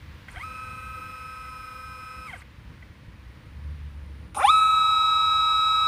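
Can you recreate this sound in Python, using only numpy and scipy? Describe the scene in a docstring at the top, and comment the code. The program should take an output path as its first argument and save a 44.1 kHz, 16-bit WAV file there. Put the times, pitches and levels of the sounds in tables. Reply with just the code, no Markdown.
"""A workbench, where two closed-loop stepper motors take turns over the rumble and air of the room.
The far one ramps up, holds about 26 turns a second and ramps down. A hand-held microphone, softly
knocked, moves from the drivers to the near one, which after a low hum ramps up to the same speed.
Their 50 rotor teeth whine through the housings' resonances, mains ripple shakes the pitch,
bearings rustle, the drivers whistle and the near motor's coils hiss."""
import sys
import numpy as np
from scipy import signal
from scipy.fft import rfft, irfft
from scipy.io import wavfile
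from scipy.ndimage import uniform_filter1d

SR = 44100
rng = np.random.default_rng(int(sys.argv[2]) if len(sys.argv) > 2 else 0)


def generate_wav(sig):
    """Save sig (samples, or channels by samples) to the path in sys.argv[1] as 16-bit PCM at SR."""
    pcm = np.round(np.clip(np.atleast_2d(sig).T, -1, 1) * 32767).astype(np.int16)
    wavfile.write(sys.argv[1], SR, pcm)


N = 258867
T = np.arange(N) / SR
BINS = np.fft.rfftfreq(2 * N, 1 / SR)

TURNS_HZ, TEETH, STEPS_PER_TURN = 25.7325, 50, 1600
TOOTH_HZ = TEETH * TURNS_HZ
RIPPLE_HZ, DRIVER_CLOCK_HZ = 100, 20000
FAR_START_S, FAR_STOP_S, NEAR_START_S, RAMP_S = .282, 2.426, 4.346, .158


def undb(db):
    """Decibels to gain."""
    return 10 ** (np.asarray(db) / 20)


def unit(x):
    """Scale to rms 1."""
    return x / np.std(x)


def angle(hz):
    """Running phase of a frequency curve, in radians."""
    return 2 * np.pi * np.cumsum(hz) / SR


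def walk(rate_hz):
    """Smooth random drift of spread 1."""
    hold = max(int(SR / rate_hz), 1)
    return unit(uniform_filter1d(rng.standard_normal(N)[np.arange(N) // hold], hold))


def spectrum(points):
    """EQ curve through (f/Hz, level/dB) points."""
    hz, db = np.transpose(points)
    return undb(np.interp(np.log(BINS + 1), np.log(hz), db))


def resonance(modes):
    """EQ curve of a set of resonant peaks."""
    return np.sqrt(sum(undb(db) ** 2 / (1 + (2 * (BINS - hz) / width) ** 2) ** 2
                       for hz, width, db in modes))


def colour(x, gain):
    """Causal filter with the given gain, so that resonances ring after the push."""
    cepstrum = irfft(np.log(gain + 1e-9))
    cepstrum[1:N] *= 2
    cepstrum[N + 1:] = 0
    return irfft(rfft(x, 2 * N) * np.exp(rfft(cepstrum)))[:N]


# room tone EQ: (f/Hz, relative level/dB)
ROOM_EQ = [(15, -30), (28, -23), (44, -8), (69, 1.5), (278, -18.5), (326, -18), (363, -29), (501, -22.5),
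           (729, -33), (978, -25), (1310, -28.5), (1960, -26.5), (4620, -39), (5140, -42), (7500, -51),
           (10000, -51), (12500, -57), (15000, -49)]
# room faders as the microphone moves: (t/s, rumble level/dB, air level/dB)
ROOM_FADERS = [(.3, -44.5, -42), (1.5, -47.5, -45.5), (4.25, -44, -45), (4.8, -48, -64), (5.87, -47, -60)]


def room_tone(split_hz):
    """Restless rumble under a smooth rush of air."""
    times, *faders = np.transpose(ROOM_FADERS)
    rumble_db, air_db = [np.interp(T, times, db) for db in faders]
    noise = unit(colour(rng.standard_normal(N), spectrum(ROOM_EQ)))
    rumble = signal.sosfiltfilt(signal.butter(2, split_hz, fs=SR, output="sos"), noise)
    air = noise - rumble
    return rumble * undb(rumble_db + 0.98 * walk(14)) + air * undb(air_db + 0.44 * walk(4.92))


def jolts(hits, housing, decay_s):
    """Short rattles ring the housing, as when a rotor breaks away or snaps into place."""
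    out = 0
    for s, db in hits:
        rattle = rng.standard_normal(N) * (T >= s) * np.exp(-np.abs(T - s) / decay_s)
        ring = colour(rattle, resonance(housing))
        out = out + undb(db) * ring / np.abs(ring).max()
    return out


def body(housing, ragged_db, radiate_hz):
    """EQ from rotor force to air: main resonances, many small panel modes and little bass."""
    panels = np.append(walk(57.13), 0)  # random peaks and dips along frequency
    # the small modes lie between the cruising tooth harmonics, which sweep them on the ramps
    panels *= np.abs(np.sin(np.pi * BINS / TOOTH_HZ))
    radiation = undb(-40) + BINS ** 4 / (BINS ** 4 + radiate_hz ** 4)
    return (1 + resonance(housing)) * undb(ragged_db * panels) * radiation


def strain(speed, calm_s):
    """Envelope that is 1 below full speed and dies away once the speed holds."""
    last_ramp_s = np.maximum.accumulate(np.where(speed < 1, T, 0))
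    return np.exp((last_ramp_s - T) / calm_s)


def tooth_levels(harmonics, dead_spots, unsettled):
    """Faders in dB: each harmonic settles, and dips where the microphone crosses its dead spot."""
    levels = [db + overshoot_db * unsettled for db, overshoot_db in harmonics]
    for harmonic, s, width_s, depth_db in dead_spots:
        away = ((T - s) / width_s) ** 2
        levels[round(harmonic) - 1] += 10 * np.log10((away + undb(depth_db) ** 2) / (away + 1))
    return levels


def rough_running(speed, worst, width):
    """How jerky the rotor is: most around one share of full speed, not at rest or when cruising."""
    return np.exp(-((speed - worst) / width) ** 2) * (speed > 0) * np.sqrt(1 - speed)


def whine(speed, tooth_db, orders, body_eq, jerks_db, jerky, flutter_db,
          ripple_rad, jitter_rad, fade_power):
    """Partials locked to the shaft; on the ramps each flares and drops as it crosses the resonances."""
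    # supply ripple and small speed errors rock the shaft, so high orders grow the widest sidebands
    rocking = ripple_rad * np.sin(2 * np.pi * RIPPLE_HZ * T) + jitter_rad * walk(120)
    shaft = angle(TURNS_HZ * speed) + rocking / TEETH
    partials = [(TEETH * k, undb(db + flutter_db * walk(75)) * speed ** fade_power, 0)
                for k, db in enumerate(tooth_db, 1)]
    for order, db in orders:
        size = undb(tooth_db[0] + db + 0.75 * walk(3.29)) * speed ** 6
        partials.append((round(order), size, rng.uniform(0, 2 * np.pi)))
    force = 0
    for order, size, phase in partials:
        makeup = 1 / np.interp(order * TURNS_HZ, BINS, body_eq)  # cancels the EQ at full speed
        force = force + size * makeup * np.sin(order * shaft + phase)
    # at low speed the rotor moves from tooth to tooth in uneven jerks
    stagger = TEETH * shaft + .14 * walk(500)
    jerks = sum(undb(db) * np.sin(k * stagger) for k, db in enumerate(jerks_db, 1))
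    return colour(force + jerks * undb(2.5 * walk(200)) * jerky, body_eq)


def bearing_rustle(speed, eq, repeat, ramp_db):
    """Bearing roughness: a share of it repeats with every turn; it is boosted on the ramps."""
    track = rng.standard_normal(int(SR / TURNS_HZ))
    place = np.cumsum(speed) * TURNS_HZ / SR * len(track)
    looped = track[place.astype(int) % len(track)] * speed
    rough = np.sqrt(repeat) * looped + np.sqrt(1 - repeat) * rng.standard_normal(N)
    effort = (speed > 0) * undb(ramp_db * (speed < 1))
    return colour(rough * effort, spectrum(eq)) * np.sqrt(SR / 2)


def hunting(speed, hz, partials, waver_hz):
    """The position loop hunts round its set point: a wavering buzz that mixes with the tooth whine."""
    tooth = angle(TOOTH_HZ * speed)
    hunt = angle(hz + waver_hz * walk(45))
    buzz = sum(undb(db + 2.6 * walk(30)) * np.sin(round(m) * tooth + round(k) * hunt)
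               for m, k, db in partials)
    return np.sqrt(2) * buzz * speed ** 4


def switching(speed, carrier_hz, sidebands):
    """Thin sidebands of the driver's switching tone sink into hearing as the tooth rate rises."""
    out = 0
    for multiple, db in sidebands:
        hz = carrier_hz - round(multiple) * TOOTH_HZ * speed
        out = out + undb(db + 2 * walk(2.56)) * np.sin(angle(hz))
    return np.sqrt(2) * out * speed ** 2


def step_fold(speed):
    """The step rate as the driver's clock samples it, as a share of the clock rate (0 to a half)."""
    cycles = STEPS_PER_TURN * TURNS_HZ * speed / DRIVER_CLOCK_HZ
    return np.abs(cycles - np.round(cycles))


def step_chirp(speed, gain_db):
    """The sampled step rate whistles up to half the driver's clock rate and folds back down."""
    fold = step_fold(speed)
    hz = DRIVER_CLOCK_HZ * fold + 250 * walk(1500)
    return undb(gain_db + 3.5 * walk(300)) * (1 - speed) ** 2 * 2 * fold * np.sin(angle(hz))


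# housing resonances: (f/Hz, width/Hz, level/dB over the stiff background)
FAR_HOUSING_MODES = [(694, 160, 10.5), (1546, 180, 15), (2050, 240, 23.5), (3180, 160, 10)]
# main whine, tooth harmonics 1 to 4: (cruising level/dB, overshoot/dB)
FAR_WHINE = [(-39.5, 3.5), (-44.5, 0), (-68, -2), (-55, -5.5)]
# dead spots on the microphone's path: (harmonic, t/s, half width/s, depth/dB)
FAR_DIPS = [(2, 1.79, 0.76, -32), (4, 0.83, 0.26, -24)]
# weaker shaft partials: (cycles per turn, level/dB against tooth harmonic 1)
FAR_PARTIALS = [(49, -10.5), (95, -10), (155, -25), (201, -31.5), (214, -34), (250, -33.5), (300, -33),
                (350, -25.5), (400, -36), (500, -39)]
# judder on the ramps, tooth harmonics 1 to 5: (level/dB before the housing)
FAR_JUDDER = (-47.5, -53.5, -53, -65, -68)
# bearing EQ at full speed: (f/Hz, level/dB per Hz)
FAR_BEARING_EQ = [(400, -105), (900, -89), (1290, -83), (1750, -94.5), (2100, -86), (2700, -90),
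                  (4000, -101.5), (7000, -106), (9200, -99), (11500, -108), (15000, -111)]
# position loop buzz: (tooth rate multiple, plus hunting rate multiple, level/dB)
FAR_BUZZ = [(0, 1, -62), (0, 2, -58), (0, 3, -57), (0, 4, -65), (2, -1, -73), (2, -2, -54.5)]
# driver whistles: (tooth rate multiple below the carrier, level/dB)
FAR_WHISTLES = [(4, -75), (5, -70), (6, -88), (7, -104), (8, -79)]
# short rattles that ring the housing, the one at 0.36 s falling in the ramp's 2 kHz flare: (t/s, peak level/dB)
FAR_HITS = [(.2815, -31), (.3595, -32), (2.418, -40), (2.825, -38.5)]


def far_motor():
    """One whole move: ramp up, cruise, ramp down; the whine stutters until the rotor has settled."""
    speed = np.clip(np.minimum(T - FAR_START_S, FAR_STOP_S - T) / RAMP_S, 0, 1)
    body_eq = body(FAR_HOUSING_MODES, ragged_db=5, radiate_hz=545)
    levels = tooth_levels(FAR_WHINE, FAR_DIPS, strain(speed, calm_s=0.66))
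    tone = whine(speed, levels, FAR_PARTIALS, body_eq, FAR_JUDDER,
                 jerky=rough_running(speed, worst=0.57, width=0.18),
                 flutter_db=.5 + 1.5 * strain(speed, calm_s=1),
                 ripple_rad=0.034, jitter_rad=0.029, fade_power=3.3)
    return (tone + bearing_rustle(speed, FAR_BEARING_EQ, repeat=0.63, ramp_db=3.5)
            + hunting(speed, hz=508.5, partials=FAR_BUZZ, waver_hz=2.6)
            + switching(speed, carrier_hz=20076.5, sidebands=FAR_WHISTLES)
            + step_chirp(speed, gain_db=-52.5)
            + jolts(FAR_HITS, FAR_HOUSING_MODES, decay_s=0.0052))


# handling noise: (t/s, envelope peak level/dB)
HAND_KNOCKS = [(0.37, -31), (2.899, -42), (3.081, -32), (3.266, -35), (3.402, -40)]


def microphone_bumps(hz, rise_s):
    """The hand knocks the microphone: each soft thump swells and dies within two or three cycles."""
    out = 0
    for s, db in HAND_KNOCKS:
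        age = np.maximum(T - s, 0)
        envelope = (age / rise_s * np.exp(1 - age / rise_s)) ** 2
        out = out + undb(db) * envelope * np.sin(2 * np.pi * hz * age)
    return out


def low_hum(start_s=3.49, end_s=4.32, attack_s=0.081, hold_s=0.27, fade_db_per_s=-20.5):
    """An unsteady low tone with a weak octave swells, holds and fades; its pitch follows its strength."""
    age = T - start_s
    attack = np.clip(age / attack_s, 0, 1)
    fade = undb(fade_db_per_s * np.maximum(age - attack_s - hold_s, 0))
    strength = attack * fade * np.clip((end_s - T) / 0.031, 0, 1)
    phase = angle(hz=68.3 + 3.79 * strength + 1.3 * walk(12))
    tone = np.sin(phase) + undb(-14.5) * np.sin(2 * phase)
    return np.sqrt(2) * strength * undb(-36.5 + 2.4 * walk(16)) * tone


# two narrow treble bands of coil noise: (f/Hz, width/Hz, relative level/dB)
HISS_BANDS = [(9210, 270, 0), (10840, 440, -7.5)]


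def coil_hiss(speed, rest_db=-76.5, run_db=-61, boost_db=14, flare_db=13.5, settle_s=0.34):
    """Chopped coil current hisses, throbs with the supply ripple and swells under acceleration."""
    throb = 1 + 0.21 * np.sin(2 * np.pi * RIPPLE_HZ * T)
    effort = np.exp(-(np.maximum(T - NEAR_START_S - RAMP_S, 0) / settle_s) ** 2)
    flare = (2 * step_fold(speed)) ** 2  # peaks as the step whistle meets the bands
    running_db = run_db + boost_db * effort + flare_db * flare
    idle_db = rest_db + 5 * (T - NEAR_START_S)  # creeps up as the microphone approaches
    hiss = unit(colour(rng.standard_normal(N), resonance(HISS_BANDS)) * throb)
    return hiss * undb(np.where(speed > 0, running_db, idle_db))


# housing resonances: (f/Hz, width/Hz, level/dB over the stiff background)
NEAR_HOUSING_MODES = [(818, 100, 19.8), (1010, 280, 14.3), (1227, 310, 17.6), (2374, 300, 10.8),
                      (3560, 770, 10.8)]
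# main whine, tooth harmonics 1 to 4: (cruising level/dB, overshoot/dB)
NEAR_WHINE = [(-19.5, 6), (-41.5, 10), (-24.5, 1), (-45.5, 5.2)]
# dead spots on the microphone's path: (harmonic, t/s, half width/s, depth/dB)
NEAR_DIPS = [(3, 4.66, 0.19, -5.5), (4, 4.67, 0.4, -28)]
# weaker shaft partials: (cycles per turn, level/dB against tooth harmonic 1)
NEAR_PARTIALS = [(31, -32.5), (46, -22), (49, -13.5), (70, -48), (90, -27), (96, -39), (101, -33),
                 (102, -29), (158, -33.5), (250, -42.5), (261, -43.5), (300, -32.5), (350, -49)]
# judder on the ramps, tooth harmonics 1 to 5: (level/dB before the housing)
NEAR_JUDDER = (-38.5, -43, -64, -44, -47.5)
# bearing EQ at full speed: (f/Hz, level/dB per Hz)
NEAR_BEARING_EQ = [(400, -100), (680, -91), (850, -72), (1080, -78), (1300, -74), (1750, -101),
                   (2550, -79.5), (3150, -93), (3860, -87.5), (4400, -102), (5100, -90.5), (7700, -94.5),
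                   (12000, -102), (15000, -102)]
# position loop buzz: (tooth rate multiple, plus hunting rate multiple before rounding, level/dB)
NEAR_BUZZ = [(0, 1, -63), (0, 2, -46.5), (0, 3, -51.5), (2, -3, -49.5), (2, -1.5, -52), (2, 2, -67),
             (2, 2.5, -62)]
# driver whistles: (tooth rate multiple below the carrier, level/dB)
NEAR_WHISTLES = [(4, -68), (5, -76), (6, -69)]
# breakaway jolt: (t/s, peak level/dB)
NEAR_HITS = [(4.346, -31.5)]


def near_motor():
    """Ramps up and keeps running, close to the microphone."""
    speed = np.clip((T - NEAR_START_S) / RAMP_S, 0, 1)
    body_eq = body(NEAR_HOUSING_MODES, ragged_db=4.5, radiate_hz=284)
    levels = tooth_levels(NEAR_WHINE, NEAR_DIPS, strain(speed, calm_s=0.3))
    tone = whine(speed, levels, NEAR_PARTIALS, body_eq, NEAR_JUDDER,
                 jerky=rough_running(speed, worst=0.43, width=0.35),
                 flutter_db=0.11 + 1.85 * strain(speed, calm_s=0.086),
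                 ripple_rad=0.12, jitter_rad=0.032, fade_power=1)
    return (tone + bearing_rustle(speed, NEAR_BEARING_EQ, repeat=.7, ramp_db=9)
            + hunting(speed, hz=473.7, partials=NEAR_BUZZ, waver_hz=2.23)
            + switching(speed, carrier_hz=20112, sidebands=NEAR_WHISTLES)
            + coil_hiss(speed)
            + step_chirp(speed, gain_db=-45)
            + jolts(NEAR_HITS, NEAR_HOUSING_MODES, decay_s=.005))


def scene():
    """Mono mix of both motors, the hum and the handling noise over the room tone."""
    foreground = far_motor() + near_motor() + low_hum() + microphone_bumps(hz=76, rise_s=0.0053)
    return (foreground + room_tone(split_hz=960))[None]


def record(dry):
    """A steep low-pass cuts the top."""
    top_hz = 15330
    return signal.sosfilt(signal.ellip(10, .1, 80, top_hz, fs=SR, output="sos"), dry)


dry = scene()
out = record(dry)
generate_wav(out)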